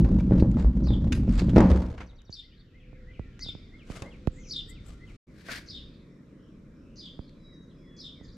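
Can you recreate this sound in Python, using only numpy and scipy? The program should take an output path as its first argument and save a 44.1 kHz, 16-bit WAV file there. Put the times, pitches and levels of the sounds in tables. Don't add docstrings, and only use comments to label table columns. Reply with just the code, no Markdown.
import sys
import numpy as np
from scipy import signal
from scipy.fft import rfft, irfft
from scipy.io import wavfile
from scipy.ndimage import uniform_filter1d

SR = 44100
rng = np.random.default_rng(int(sys.argv[2]) if len(sys.argv) > 2 else 0)


def master_out(mix):
    frames = np.transpose(np.atleast_2d(mix))
    ceiling = np.clip(frames, -1, 1)
    pcm = np.round(ceiling * 32767).astype(np.int16)
    wavfile.write(sys.argv[1], SR, pcm)


N = 369105
TIME = np.arange(N) / SR
SILENCE_START_S, SILENCE_END_S = 5.168, 5.272
LANDING_S = 1.458

# f/Hz, level/dB, t60/s
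BIN_MODES = [(42, -4, .2), (60, 0, .35), (80, -6, .3), (104, -1, .18), (121, 1.5, .25), (183, 1.5, .3),
             (202, -2, .2), (226, -1, .28), (254, -1, .22), (275, -1.5, .18), (305, -4, .2), (336, -7, .24),
             (366, -12, .12), (420, -16, .12), (476, -11, .22), (539, -10, .27), (574, -14, .3),
             (624, -22, .3), (711, -28, .3), (779, -17, .25), (830, -17, .3), (868, -22, .3),
             (918, -20, .22), (983, -17, .3), (1025, -20, .22), (1109, -21, .35), (1232, -27, .25),
             (1297, -29, .25), (1510, -25, .35), (1760, -21, .3), (1945, -23, .3)]
# f/Hz, level/(dB per Hz)
TICK_SPECTRUM = [(400, -18.5), (1200, 5), (2500, 5), (3200, -2.5), (5000, -5), (7500, -9.5), (12000, -21),
                 (16000, -38.5)]
# t/s, rise/s, fall/s, level/dB, pan/dB
SCRAPES = [(0.596, 0.022, 0.06, -47, 3), (1.336, 0.053, 0.052, -49, 0.5), (1.392, .04, 0.079, -38.5, -2)]
# t/s into the note, f/Hz, level/dB
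SLUR_NOTE = [(0, 2750, -21), (.04, 2300, -6.5), (.09, 1980, 0.5), (.15, 1740, -3), (.2, 1600, -16)]


def from_db(db):
    return 10 ** (np.asarray(db) / 20)


def rms_one(x):
    return x / np.sqrt(np.mean(x ** 2) + 1e-20)


def in_time(rows):
    s, *columns = np.transpose(rows)
    return [np.interp(TIME, s, c) for c in columns]


def cut(x, hz, kind, order=2):
    return signal.sosfilt(signal.butter(order, hz, kind, fs=SR, output="sos"), x + 1e-18)


def resonance(x, hz, q):
    return signal.lfilter(*signal.iirpeak(hz, q, fs=SR), x)


def panned(pan_db):
    return from_db(np.array([[pan_db], [-pan_db]]) / 2)


def add(out, s, x):
    i = max(round(s * SR), 0)
    out[..., i:i + x.shape[-1]] += x[..., :N - i]


def noise(spectrum, width=0.55, wide_hz=1100, size=N):
    hz = np.arange(size // 2 + 1) * SR / size + 1
    points, db = np.transpose(spectrum)
    gain = from_db(np.interp(np.log(hz), np.log(points), db))
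    mid, side = rfft(rng.standard_normal((2, size))) * gain
    side = side * width * hz / np.hypot(hz, wide_hz)
    return rms_one(irfft([mid + side, mid - side], size))


def flutter(rate_hz, size=N):
    knots = rng.standard_normal(size // 10)
    return np.interp(np.arange(size) * rate_hz / SR, np.arange(len(knots)), knots)


def burst(spectrum, t60, attack=0.0001):
    t = TIME[:SR // 2]
    return noise(spectrum, size=SR // 2) * from_db(-60 * t / t60) * (1 - np.exp(-t / attack))


def echoes(x, t60, delay, dull_hz):
    t = TIME[:SR]
    tail = rng.standard_normal((2, SR)) * from_db(-60 * t / t60) * (t > delay)
    mid, side = tail
    tail = cut(mid + 0.5 * side * [[1], [-1]], dull_hz, "low", order=1)
    tail = tail / np.sqrt(np.sum(tail ** 2) / 2)
    return signal.fftconvolve(np.atleast_2d(x), tail, axes=1)[:, :N]


def steadied(x):
    return x / np.sqrt(uniform_filter1d(x ** 2, size=4400) + 1e-12)


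def swell(s, rise, fall, db):
    return from_db(db - 20 * np.minimum(np.maximum((s - TIME) / rise, (TIME - s) / fall), 10))


def swells(rows, spectrum, grain_db):
    level = sum(swell(s, rise, fall, db) * panned(pan_db) for s, rise, fall, db, pan_db in rows)
    grain = from_db(grain_db * (0.74 * flutter(500) + 0.63 * flutter(110)))
    return level * noise(spectrum) * grain


def ring(force, modes, sign=-1):
    out = np.zeros(len(force))
    for k, (hz, db, t60) in enumerate(modes):
        r = from_db(-60 / (t60 * SR))
        w = 2 * np.pi * hz / SR
        mode = signal.lfilter([0, np.sin(w)], [1, -2 * r * np.cos(w), r * r], force + 1e-18)
        out += sign ** k * from_db(db) * mode
    return out


def panels(x):
    width_hz, peak_db, valley_share = 15, -2.5, .35
    strong = [hz for hz, db, _ in BIN_MODES if 450 < hz < 1150 and db > -24]
    peaks = sum(resonance(x, hz, hz / width_hz) for hz in strong)
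    return x - valley_share * cut(x, [430, 1150], "band", order=1) + from_db(peak_db) * peaks


def gliding_band(x, hz, width_hz):
    carrier = np.exp(2j * np.pi * np.cumsum(hz) / SR)
    return 2 * np.real(cut(x / carrier, width_hz / 2, "low", order=1) * carrier)


def under_way():
    stop_s = 0.11
    return from_db(-20 * np.clip((TIME - LANDING_S) / stop_s, 0, 10))


def shudder(db, rise, hold, db_per_s):
    t = TIME - LANDING_S
    return np.clip(t / rise, 0, 1) * from_db(db - db_per_s * np.maximum(t - rise - hold, 0))


def rattle_shudder():
    return shudder(-38.5, rise=0.1352, hold=0.17, db_per_s=69)


def high_hiss():
    centre_hz, width_hz, level_db = 11980, 500, -96.5
    edges_hz = [centre_hz - width_hz / 2, centre_hz + width_hz / 2]
    return from_db(level_db) * rms_one(cut(rng.standard_normal((2, N)), edges_hz, "band"))


def air(spectrum, low_db, murmur_db):
    x = noise(spectrum, width=0.8, wide_hz=1130)
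    rumble = rms_one(cut(x, 115, "low", order=4)) * from_db(low_db)
    return rumble + rms_one(cut(x, 125.5, "high", order=4)) * from_db(murmur_db)


def neighbourhood():
    # f/Hz, level/(dB per Hz)
    drive_spectrum = [(15, -37), (25, 3.5), (44, -1), (81, -9), (196, -10), (286, -12), (326, -15),
                      (462, -21.5), (856, -41.5), (1350, -35.5), (2180, -48.5), (3540, -39), (7480, -54.5),
                      (10000, -66), (15000, -82)]
    garage_spectrum = [(15, -39), (25, 4.5), (101, -5.5), (172, -2), (293, -4), (383, -12.5), (558, -16),
                       (769, -36.5), (1090, -28), (2020, -37), (2700, -47), (3930, -41.5), (4260, -47),
                       (5570, -45), (9000, -54), (15000, -76)]
    # t/s, low rumble/dB, murmur of distant traffic/dB
    drive_levels = [(2.35, -52.5, -65), (2.56, -54.5, -61), (3.32, -45, -54.5), (3.76, -51, -53.5),
                    (4.07, -50.5, -51), (4.9, -44, -53.5), (5.02, -47, -53.5)]
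    # t/s, level/dB
    garage_rumble = [(5.35, -57), (5.85, -51), (6.2, -63.5), (6.6, -55), (7.9, -57.5), (8.33, -51.5)]
    outside = TIME < SILENCE_END_S
    drive = air(drive_spectrum, *in_time(drive_levels))
    garage = air(garage_spectrum, in_time(garage_rumble)[0], -52.5)
    return outside * drive + ~outside * garage


def bird(note, calls, rough, overtone_db, trill=0, flutter_db=2, rasp_db=None):
    trill_hz = 373.6
    # f/Hz, level/(dB per Hz)
    rasp_spectrum = [(3000, -27.5), (5500, -35), (7600, 6.5), (8600, -5), (12000, -6), (13500, -23)]
    s, hz, db = np.transpose(note)
    t, out = np.arange(s[0], s[-1], 1 / SR), np.zeros(N)
    for start, level_db, ratio in calls:
        waver = 1 + rough * flutter(900, size=len(t)) + trill * np.sin(2 * np.pi * trill_hz * t)
        phase = 2 * np.pi * np.cumsum(ratio * np.interp(t, s, hz) * waver) / SR
        octave = cut(np.sin(2 * phase), 8500, "low", order=4)
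        voice = np.sin(phase) + from_db(overtone_db) * octave
        if rasp_db is not None:
            voice += from_db(rasp_db) * noise(rasp_spectrum, size=SR // 2)[0, :len(t)]
        level = from_db(level_db + np.interp(t, s, db) + flutter_db * flutter(170, size=len(t)))
        add(out, start + s[0], signal.get_window(("tukey", .08), len(t)) * level * voice)
    return out


def far_birds():
    # t/s, level/dB
    chorus_levels = [(2.2, -69), (3.2, -56), (4.2, -63), (5.5, -63), (7.4, -67.5)]
    count = 200
    starts = np.linspace(0, TIME[-1] - .15, count)
    calls = np.column_stack([starts, np.zeros(count), np.ones(count)])
    calls = calls + rng.uniform([0, -6, -.3], [.1, 0, .4], (count, 3))
    song = bird(SLUR_NOTE, calls, rough=0.0493, overtone_db=-27.0)
    chorus = rms_one(echoes(song, t60=0.57, delay=0.0074, dull_hz=6000))
    return chorus * from_db(in_time(chorus_levels)[0] - 9.5)


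def far_whines():
    # t/s, rise/s, fall/s, level/dB, centre f/Hz
    whine_rows = [(3.0, .4, .45, -57.5, 505), (4.3, .4, .45, -56.5, 505), (3.3, .4, .4, -71, 1380),
                  (4.95, .7, .6, -69, 1380)]
    out = np.zeros(N)
    for s, rise, fall, db, hz in whine_rows:
        phase = 2 * np.pi * np.cumsum(hz * (1 + 0.018 * flutter(90))) / SR
        out += swell(s, rise, fall, db) * np.sin(phase)
    return out * (TIME < SILENCE_START_S)


def sparrow():
    # t/s into the note, f/Hz, level/dB
    chirp = [(0.019, 3890, -13.5), (.026, 4620, 1), (.033, 4960, -3), (.039, 5318, 7), (.044, 4387, -4.5),
             (.051, 3920, -1.5), (.062, 3653, -9), (.076, 3652, -3), (.09, 3672, 0.5), (.1, 3605, 1.5),
             (.109, 3347, -1.5), (.114, 3083, -19), (.121, 3287, -7), (.128, 2515, -25)]
    upper = [(0.04, 5520, -16), (.048, 5200, -18.5), (.065, 4850, -18.5), (.085, 4900, -21),
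             (.115, 4630, -26)]
    opening = [(0, 5660, -11), (.008, 5440, -15), (.017, 5500, -6), (.022, 5320, -18)]
    # t/s, level/dB, pitch ratio
    calls = [(0.836, -36.5, 0.97), (2.303, -37.5, 0.99), (3.396, -30.5, 0.99), (4.486, -26, 0.98),
             (5.661, -31.5, 0.98), (6.957, -31, 0.97), (7.965, -31.5, 0.99)]
    out = bird(chirp, calls, rough=.027, overtone_db=-29, trill=.035, flutter_db=3.5, rasp_db=-36)
    out += bird(upper, calls, rough=.035, overtone_db=-32, trill=.035, flutter_db=4.5)
    return out + bird(opening, calls, rough=.05, overtone_db=-40, trill=.17)


def warbler():
    # t/s into the note, f/Hz, level/dB
    warble = [(0, 3824, -12), (.008, 4530, -5.5), (.013, 4966, -1), (.022, 4000, -1), (.034, 3220, -16)]
    # t/s, relative level/dB, pitch ratio
    calls = [(2.433, -48, 0.91), (2.565, -54, 0.89), (2.588, -49, 0.94), (5.93, -51, .95),
             (5.985, -54, 0.87), (6.26, -62, 0.82), (7.205, -50, 0.98), (7.228, -52, 1.08),
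             (7.27, -47.5, 0.91), (7.31, -57, 0.85), (7.53, -59, 1.3), (7.62, -60, 1.4), (7.69, -53, 0.84),
             (8.229, -51, 1.5), (8.232, -47, 1.1), (8.271, -43.5, 0.97), (8.31, -50, 1.16),
             (8.335, -56, 1.46)]
    return bird(warble, calls, rough=.008, overtone_db=-30, flutter_db=3)


def level_whistles():
    # t/s into the note, f/Hz, level/dB
    fee = [(-.08, 4030, -15), (0, 3980, -12), (.022, 3920, 1.5), (.12, 3870, 1), (.22, 3870, -2),
           (.26, 3850, -18)]
    bee = [(0, 3340, -10), (.05, 3400, -10), (.11, 3416, 0), (.22, 3400, 1), (.25, 3370, -12)]
    # t/s, relative level/dB, pitch ratio
    fee_calls = [(7.43, -47.5, 0.99)]
    bee_calls = [(7.78, -52, 0.99)]
    out = bird(fee, fee_calls, rough=0.003, overtone_db=-45, flutter_db=.5)
    return out + bird(bee, bee_calls, rough=0.003, overtone_db=-45, flutter_db=.5)


def other_songbirds():
    # t/s into the note, f/Hz, level/dB
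    whoit = [(0, 1780, -24), (.016, 1920, -8), (.034, 2090, 0), (.052, 2130, -1), (.064, 2150, -22),
             (.072, 3600, -36), (.081, 3350, -8), (.1, 2700, -6), (.122, 2220, -5), (.137, 2000, -24)]
    twitter = [(0, 6400, -16), (.008, 5850, -2), (.012, 5400, -13), (.016, 4750, -2), (.022, 4350, -8),
               (.025, 3800, -26), (.03, 3800, -4), (.037, 3950, 3), (.046, 3600, -4), (.056, 2950, -6),
               (.06, 2850, -16)]
    lift = [(0, 2800, -10), (.02, 3150, -2), (.04, 3500, -5), (.047, 3610, -12)]
    seet = [(0, 7700, -17), (.07, 7300, -6.5), (.11, 6260, -7), (.15, 6100, -2), (.18, 5990, 4)]
    lisp = [(0, 5290, -16), (.05, 5440, -4.5), (.12, 5450, -5), (.18, 5360, -12)]
    upslur = [(0, 2310, -10), (.1, 2520, -9), (.2, 2750, 0), (.27, 2855, -5)]
    # t/s, level/dB, pitch ratio
    whoit_calls = [(2.097, -61, 1), (2.412, -56.5, 0.99), (2.722, -52, 1), (3.055, -48.5, 0.96),
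                   (3.382, -45.5, 0.99), (3.708, -45, 1.01), (4.030, -43.5, 1), (4.351, -47, 1),
                   (4.668, -47, 0.97), (4.99, -46.5, 0.97)]
    twitter_calls = [(2.061, -54.5, 1), (2.153, -54, 0.98), (2.247, -53.5, 0.97)]
    slur_calls = [(7.422, -58.5, 1), (7.775, -54, 1), (8.115, -53.5, 1)]
    lift_calls = [(2.507, -52.5, 0.94)]
    seet_calls = [(4.311, -48.5, 0.98)]
    lisp_calls = [(6.04, -68, 1), (6.37, -66, 1), (6.71, -63, .99), (7.38, -60, 0.95), (7.719, -58, 0.96)]
    upslur_calls = [(6.25, -61, 1.15), (6.71, -58.5, 1)]
    out = bird(whoit, whoit_calls, rough=.006, overtone_db=-30)
    out += bird(twitter, twitter_calls, rough=.012, overtone_db=-30, flutter_db=3)
    out += bird(SLUR_NOTE, slur_calls, rough=0.025, overtone_db=-22)
    out += bird(lift, lift_calls, rough=.01, overtone_db=-30)
    out += bird(seet, seet_calls, rough=.045, overtone_db=-48, trill=.07)
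    out += bird(lisp, lisp_calls, rough=.035, overtone_db=-40)
    return out + bird(upslur, upslur_calls, rough=.07, overtone_db=-40)


def birds():
    warble, whistles = warbler(), level_whistles()
    song = sparrow() + other_songbirds() + from_db(-2) * warble + from_db(-9.5) * whistles
    in_sight = from_db(-23) * warble + from_db(-16) * whistles
    outside = TIME < SILENCE_END_S

    yard_song = song * outside
    direct = np.array([np.roll(yard_song, 1), yard_song])
    yard = from_db(-8.7) * direct
    yard = yard + from_db(-15) * echoes(yard_song, t60=0.17, delay=0.004, dull_hz=9000)
    yard = yard + from_db(-22.5) * echoes(yard_song, t60=0.62, delay=0.017, dull_hz=6000)

    garage_song = song * ~outside
    garage = from_db(-18.0) * garage_song
    garage = garage + from_db(-14.5) * echoes(garage_song, t60=0.27, delay=0.00138, dull_hz=9380)
    garage = garage + from_db(-25.0) * echoes(garage_song, t60=0.63, delay=0.047, dull_hz=6350)
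    return yard * panned(1.6) + garage + in_sight


def high_buzzes():
    # t/s, rise/s, fall/s, level/dB, pan/dB
    buzz_rows = [(4.70, 0.018, 0.035, -58, 13), (4.87, 0.019, 0.064, -65.5, 20)]
    # f/Hz, level/(dB per Hz)
    spectrum = [(5500, -31), (7000, -7), (7800, 5), (8800, -17), (12000, -13), (14000, -35)]
    return swells(buzz_rows, spectrum, grain_db=4.0)


def taps():
    # t/s, pulse gain/dB
    tap_rows = [(2.295, -33), (2.93, -38), (3.195, -23.5), (3.463, -34.5), (3.488, -33.5), (3.551, -30.5),
                (3.901, -24.5), (4.023, -33), (4.2739, -11), (7.192, -26.5), (8.212, -37)]
    t = TIME[:SR // 10]
    phase = 3.7 * np.log(1 + t / .0005)
    right = -np.sin(phase) * np.exp(-t / .007) * (1 - .8 * np.exp(-t / .004)) * 2.4
    right = cut(right, 10900, "low")
    left = from_db(-7) * cut(right, 1800, "low", order=1)
    out = np.zeros((2, N))
    for s, db in tap_rows:
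        add(out, s, from_db(db) * np.array([left, right]))
    return out


def rubs():
    # t/s, rise/s, fall/s, level/dB, pan/dB
    rub_rows = [(3.915, 0.05, 0.031, -49, 1), (3.96, 0.069, 0.15, -46, 2.5),
                (4.905, 0.094, 0.083, -53.5, 4.5), (5.11, 0.13, 0.3, -61.5, 3)]
    # f/Hz, level/(dB per Hz)
    spectrum = [(200, 12), (500, 10.5), (760, 2.5), (930, -4), (1220, 7), (1600, -1), (2100, 1),
                (3800, -4.5), (6400, -7.5), (7600, -9), (12500, -23), (14500, -45)]
    return swells(rub_rows, spectrum, grain_db=3.3)


def shoes():
    # t/s, rise/s, fall/s, level/dB, pan/dB
    scuff_rows = [(5.41, 0.1, 0.052, -57.5, 4), (5.468, 0.034, 0.048, -54, 6),
                  (5.522, 0.039, 0.044, -34.5, 4.5), (5.552, 0.035, 0.096, -44, 0),
                  (5.574, 0.024, 0.019, -45, 3)]
    # f/Hz, level/(dB per Hz)
    scuff_spectrum = [(250, 8), (680, 2), (880, -1), (1300, 4), (1650, 15.5), (1950, 11), (2300, 9),
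                      (2900, 4.5), (4600, 5.5), (7000, -5), (12000, -11.5), (16000, -23)]
    heel_spectrum = [(300, -3), (680, 5), (900, -13), (1500, 9.5), (2100, -5), (4000, -24), (12000, -46)]
    heel_s, heel_db, heel_t60_s = 5.485, -34.5, 0.15
    out = swells(scuff_rows, scuff_spectrum, grain_db=2.2)
    add(out, heel_s, from_db(heel_db) * burst(heel_spectrum, heel_t60_s, attack=0.0016))
    return out


def ticks():
    # t/s, level/dB before trim, t60/s, pan/dB, ring f/Hz
    tick_rows = [(0.045, -45, 0.073, 0, 4400), (.117, -50, 0.045, 1, 6500),
                 (0.198, -43.5, 0.056, 4.5, 2510), (0.234, -54, .03, 2, 2510), (0.376, -47, .04, 0, 4440),
                 (0.397, -40, 0.1, 1.5, 4370), (0.5152, -39.5, 0.0092, 0, 7000),
                 (.549, -49.5, .02, 0, 3440), (.6, -45, 0.055, 2.5, 1700), (.626, -49.5, .04, 0, 1500),
                 (0.87, -46.5, 0.056, 1, 1280), (1.122, -24, 0.05, -0.5, 2730), (1.127, -25, 0.03, 6, 6500),
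                 (1.144, -45, 0.22, 0, 4930), (1.15, -40, 0.2, 1.5, 10900), (1.074, -45, 0.018, 0, 2650),
                 (1.124, -35.5, 0.037, 0.5, 1842), (1.281, -48, 0.01, 1.5, 2100),
                 (1.293, -39.5, 0.016, -2.5, 5250), (1.325, -39.5, .02, -.5, 8030),
                 (1.344, -43, 0.022, 2.5, 6650), (1.355, -37.5, .015, 1, 7390), (1.386, -35, .015, 1, 4400),
                 (1.393, -27.5, .03, 0, 4610), (1.4, -35.5, .018, 1, 4500), (1.408, -34.5, 0.018, 0, 4370),
                 (1.418, -39, .025, -1, 4600), (1.4938, -39.5, 0.081, -1, 3300),
                 (1.561, -33.5, 0.039, 2, 3280), (1.582, -26.5, 0.023, 1, 5370),
                 (1.606, -26, 0.016, 3, 7000), (1.701, -33, 0.016, -1, 5300),
                 (1.714, -31.5, 0.025, 1, 3600), (1.864, -45, .02, 2, 5000), (2.218, -47, .008, -3, 5980),
                 (3.393, -37, 0.0071, -4, 6980), (4.021, -31.5, 0.012, 12.5, 7000),
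                 (4.023, -36, 0.038, 0, 700), (4.2723, -28.5, .004, -15, 5800), (7.294, -49, .008, 3, 4470)]
    # f/Hz, level/dB, t60/s
    fitting_modes = [(1583, -23, .13), (1850, -17, .06), (2552, -18, .075), (2750, -16, .05),
                     (3607, -17, .06), (3994, -27, .1), (4802, -28, .15), (6342, -28, .13),
                     (7230, -27, .09), (9970, -37, .09), (11520, -41, .09)]
    peak_db, peak_q = 8, 7.7
    out, force = np.zeros((2, N)), np.zeros(N)
    for s, db, t60, pan_db, hz in tick_rows:
        snap = burst(TICK_SPECTRUM, t60)
        snap = snap + from_db(peak_db) * resonance(snap, hz, peak_q)
        add(out, s, from_db(db - 7) * panned(pan_db) * snap)
        add(force, s, from_db([db + 1.0]) * min(t60 / .05, 1))
    return out + ring(force, fitting_modes) * panned(1.5)


def grit_snaps():
    rolling_db, relative_drag_db, relative_clatter_db = -66.5, -5, -7
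    snaps_per_s, extra_drag_snaps_per_s = 49, 120
    spread_db, t60_s = 3, 0.015
    dragging = sum(swell(s, rise, fall, db + relative_drag_db) for s, rise, fall, db, _ in SCRAPES)
    rate = snaps_per_s + extra_drag_snaps_per_s * np.sqrt(dragging / dragging.max())
    snaps = (rng.random(N) < rate / SR) * from_db(spread_db * rng.standard_normal(N))
    clatter = from_db(relative_clatter_db) * rattle_shudder()
    snaps = snaps * (under_way() * from_db(rolling_db) + dragging + clatter)
    return signal.fftconvolve(snaps[None], burst(TICK_SPECTRUM, t60_s), axes=1)[:, :N]


def scrapes():
    # f/Hz, level/(dB per Hz)
    spectrum = [(400, 11), (1300, 6.5), (2000, 2), (3000, -2), (4700, 0), (5800, -11.5), (7500, -5),
                (9000, -23), (12000, -28), (15000, -42.5)]
    return swells(SCRAPES, spectrum, grain_db=5.0)


def settling():
    # t/s, rise/s, fall/s, level/dB, pan/dB
    grind_rows = [(1.979, 0.0034, 0.045, -45, 1), (2.007, 0.0049, 0.047, -44.5, -.5),
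                  (2.026, .02, 0.013, -51, -.5)]
    # f/Hz, level/(dB per Hz)
    spectrum = [(300, 2), (700, -1), (1200, 2.5), (2400, -3), (4000, -14.5), (6500, -21), (9000, -34),
                (14000, -50)]
    return swells(grind_rows, spectrum, grain_db=3.0)


def knocks():
    # t/s, thud/dB before trim, crack/dB before panels, contact softness/Hz (scales both cutoffs)
    blow_rows = [(.048, -34, -30, 600), (0.117, -25, -45, 500), (0.16, -30, -45, 400),
                 (.310, -20.5, -31.5, 450), (0.32, -14, -27, 548), (.424, -12, -31, 450),
                 (.57, -28, -31.5, 690), (.646, -27.5, -34.5, 550), (.823, -32.5, -47.5, 600),
                 (.872, -33, -37.5, 700), (.905, -26, -33.5, 550), (1.069, -27, -43.5, 400),
                 (1.279, -25.5, -38.5, 500), (1.42, -21.5, -39, 450), (1.484, -23.5, -40, 450),
                 (1.534, -22, -36.5, 400), (1.5611, -13.5, -13.5, 1306), (1.567, -9.5, -16.5, 800),
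                 (1.5809, -8.5, -16, 1090), (1.6044, -22.5, -16, 703), (1.622, -18, -25, 300),
                 (1.644, -15.5, -21, 300), (1.7013, -21.5, -21.5, 400), (1.716, -19, -24, 507),
                 (1.754, -21.5, -40, 450), (1.84, -36.5, -37.5, 700), (2.0049, -41.5, -54, 1000),
                 (4.0213, -36, -33, 550)]
    # f/Hz, level/(dB per Hz)
    spectrum = [(250, -1.5), (500, 15), (690, 9.5), (950, 5.5), (1350, -1), (1800, -3.5), (3000, -15.5),
                (5500, -20), (8000, -31.5), (11000, -47.5), (15000, -48.5)]
    force, cracks = np.zeros(N), np.zeros((2, N))
    for s, thud_db, crack_db, soft_hz in blow_rows:
        push = cut(signal.unit_impulse(SR // 10), soft_hz * 0.89, "low")
        add(force, s, from_db(thud_db - 2.0) * push)
        crack = burst(spectrum, 0.016) + from_db(-10.0) * burst(spectrum, 0.32)
        add(cracks, s, from_db(crack_db) * cut(crack, min(4 * soft_hz, 15000), "low", order=1))
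    shell = cut(ring(force, BIN_MODES, sign=0.93), 100, "high", order=1)
    side_panels = from_db(-2.5) * cut(shell, [320, 1150], "band")
    return shell + side_panels + panels(cracks) * panned(-.4)


def stones(order):
    stones_per_s, bridge_hz = 200, 337
    hits = (rng.random(N + SR) < stones_per_s / SR) * rng.standard_normal(N + SR)
    return cut(hits, bridge_hz, "low", order=order)


def shaken_body():
    # t/s, f/Hz
    wall_tone = [(0.0, 173), (0.112, 213), (0.194, 177), (0.396, 210), (0.638, 194), (1.55, 212)]
    loaded_ring = 0.44
    frame_db, sway_db, sway_hz = 36.5, 47, 38.4
    loaded = [(hz, db, t60 * loaded_ring) for hz, db, t60 in BIN_MODES]
    force, jolts = stones(order=5), stones(order=6)
    sway = from_db(sway_db) * cut(jolts, sway_hz, "low")
    frame = cut(from_db(frame_db) * jolts + sway, 33, "high")
    body = (ring(force, loaded) + frame)[SR:]
    return body + from_db(-1) * gliding_band(body, in_time(wall_tone)[0], width_hz=31)


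def lurches():
    # t/s, level/dB, f/Hz
    lurch_rows = [(0.037, -10.5, 53.5), (0.152, -19, 51), (.295, -13.5, 57.5), (.667, -9.5, 53.7),
                  (0.905, -14, 62.3), (1.16, -19.5, 59), (1.35, -14, 45.6), (1.72, -14, 78),
                  (1.765, -13, 65)]
    return sum(swell(s, .06, .06, db) * np.cos(2 * np.pi * hz * (TIME - s)) for s, db, hz in lurch_rows)


def crunch_lumps():
    hits = (rng.random(N) < 90 / SR) * rng.exponential(1, N)
    return .6 + .55 * rms_one(cut(hits, 67, "low"))


def rolling():
    # t/s, level/dB
    shaking_rows = [(0.0, -22.5), (0.342, -24.5), (0.702, -30), (0.874, -27.5), (1.384, -27.5), (1.54, -20)]
    # f/Hz, level/(dB per Hz)
    grit_spectrum = [(300, 10.5), (500, 14), (1000, 0), (1400, -2), (2200, -13), (3500, -14), (6500, -21),
                     (9000, -30.5), (12000, -39.5), (15000, -54)]
    boom_db, wall_db, grit_db = -26.5, -26, -48.5
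    boom_follows, grit_follows = .3, 0.63
    grit_sag_db_per_s = 1
    patch_db, patches_per_s = 3, 30

    shaking_db, = in_time(shaking_rows)
    shaking_db = shaking_db - shaking_db[TIME < LANDING_S].mean() + patch_db * flutter(patches_per_s)
    moving, body = under_way(), shaken_body()

    boom_gain = moving * from_db(boom_db + boom_follows * shaking_db)
    boom_gain = boom_gain + shudder(-29, rise=0.11, hold=0.2239, db_per_s=65)
    boom = steadied(cut(body, 85, "low", order=4)) * boom_gain
    walls = steadied(cut(body, 85, "high", order=4)) * moving * from_db(wall_db + shaking_db)

    free = steadied(cut(ring(stones(order=5), BIN_MODES)[SR:], 100, "high"))
    free = free * shudder(-18.5, rise=0.1253, hold=0.0752, db_per_s=93)

    sag_db = grit_sag_db_per_s * (LANDING_S - TIME)
    crunch_gain = moving * from_db(grit_db + grit_follows * shaking_db + sag_db)
    grit = noise(grit_spectrum) * (crunch_gain + rattle_shudder()) * crunch_lumps()
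    return boom + lurches() + walls + free + panels(grit)


def scene():
    background = high_hiss() + neighbourhood() + far_birds() + far_whines() + birds() + high_buzzes()
    handling = taps() + rubs()
    near = shoes() + ticks() + grit_snaps() + scrapes() + settling() + knocks() + rolling()
    wall = from_db(-21.0) * echoes(cut(near, 540, "high"), t60=1.0, delay=0.0027, dull_hz=7050)
    return background + handling + near + wall


def record(dry):
    cutoff_hz = 15600
    knots_s = [SILENCE_START_S - .006, SILENCE_START_S, SILENCE_END_S - .004, SILENCE_END_S + .016]
    live = np.interp(TIME, knots_s, [1, 0, 0, 1])
    low_pass = signal.ellip(10, .1, 90, cutoff_hz, fs=SR, output="sos")
    return signal.sosfilt(low_pass, np.clip(dry * live, -1, 1))


dry = scene()
out = record(dry)
master_out(out)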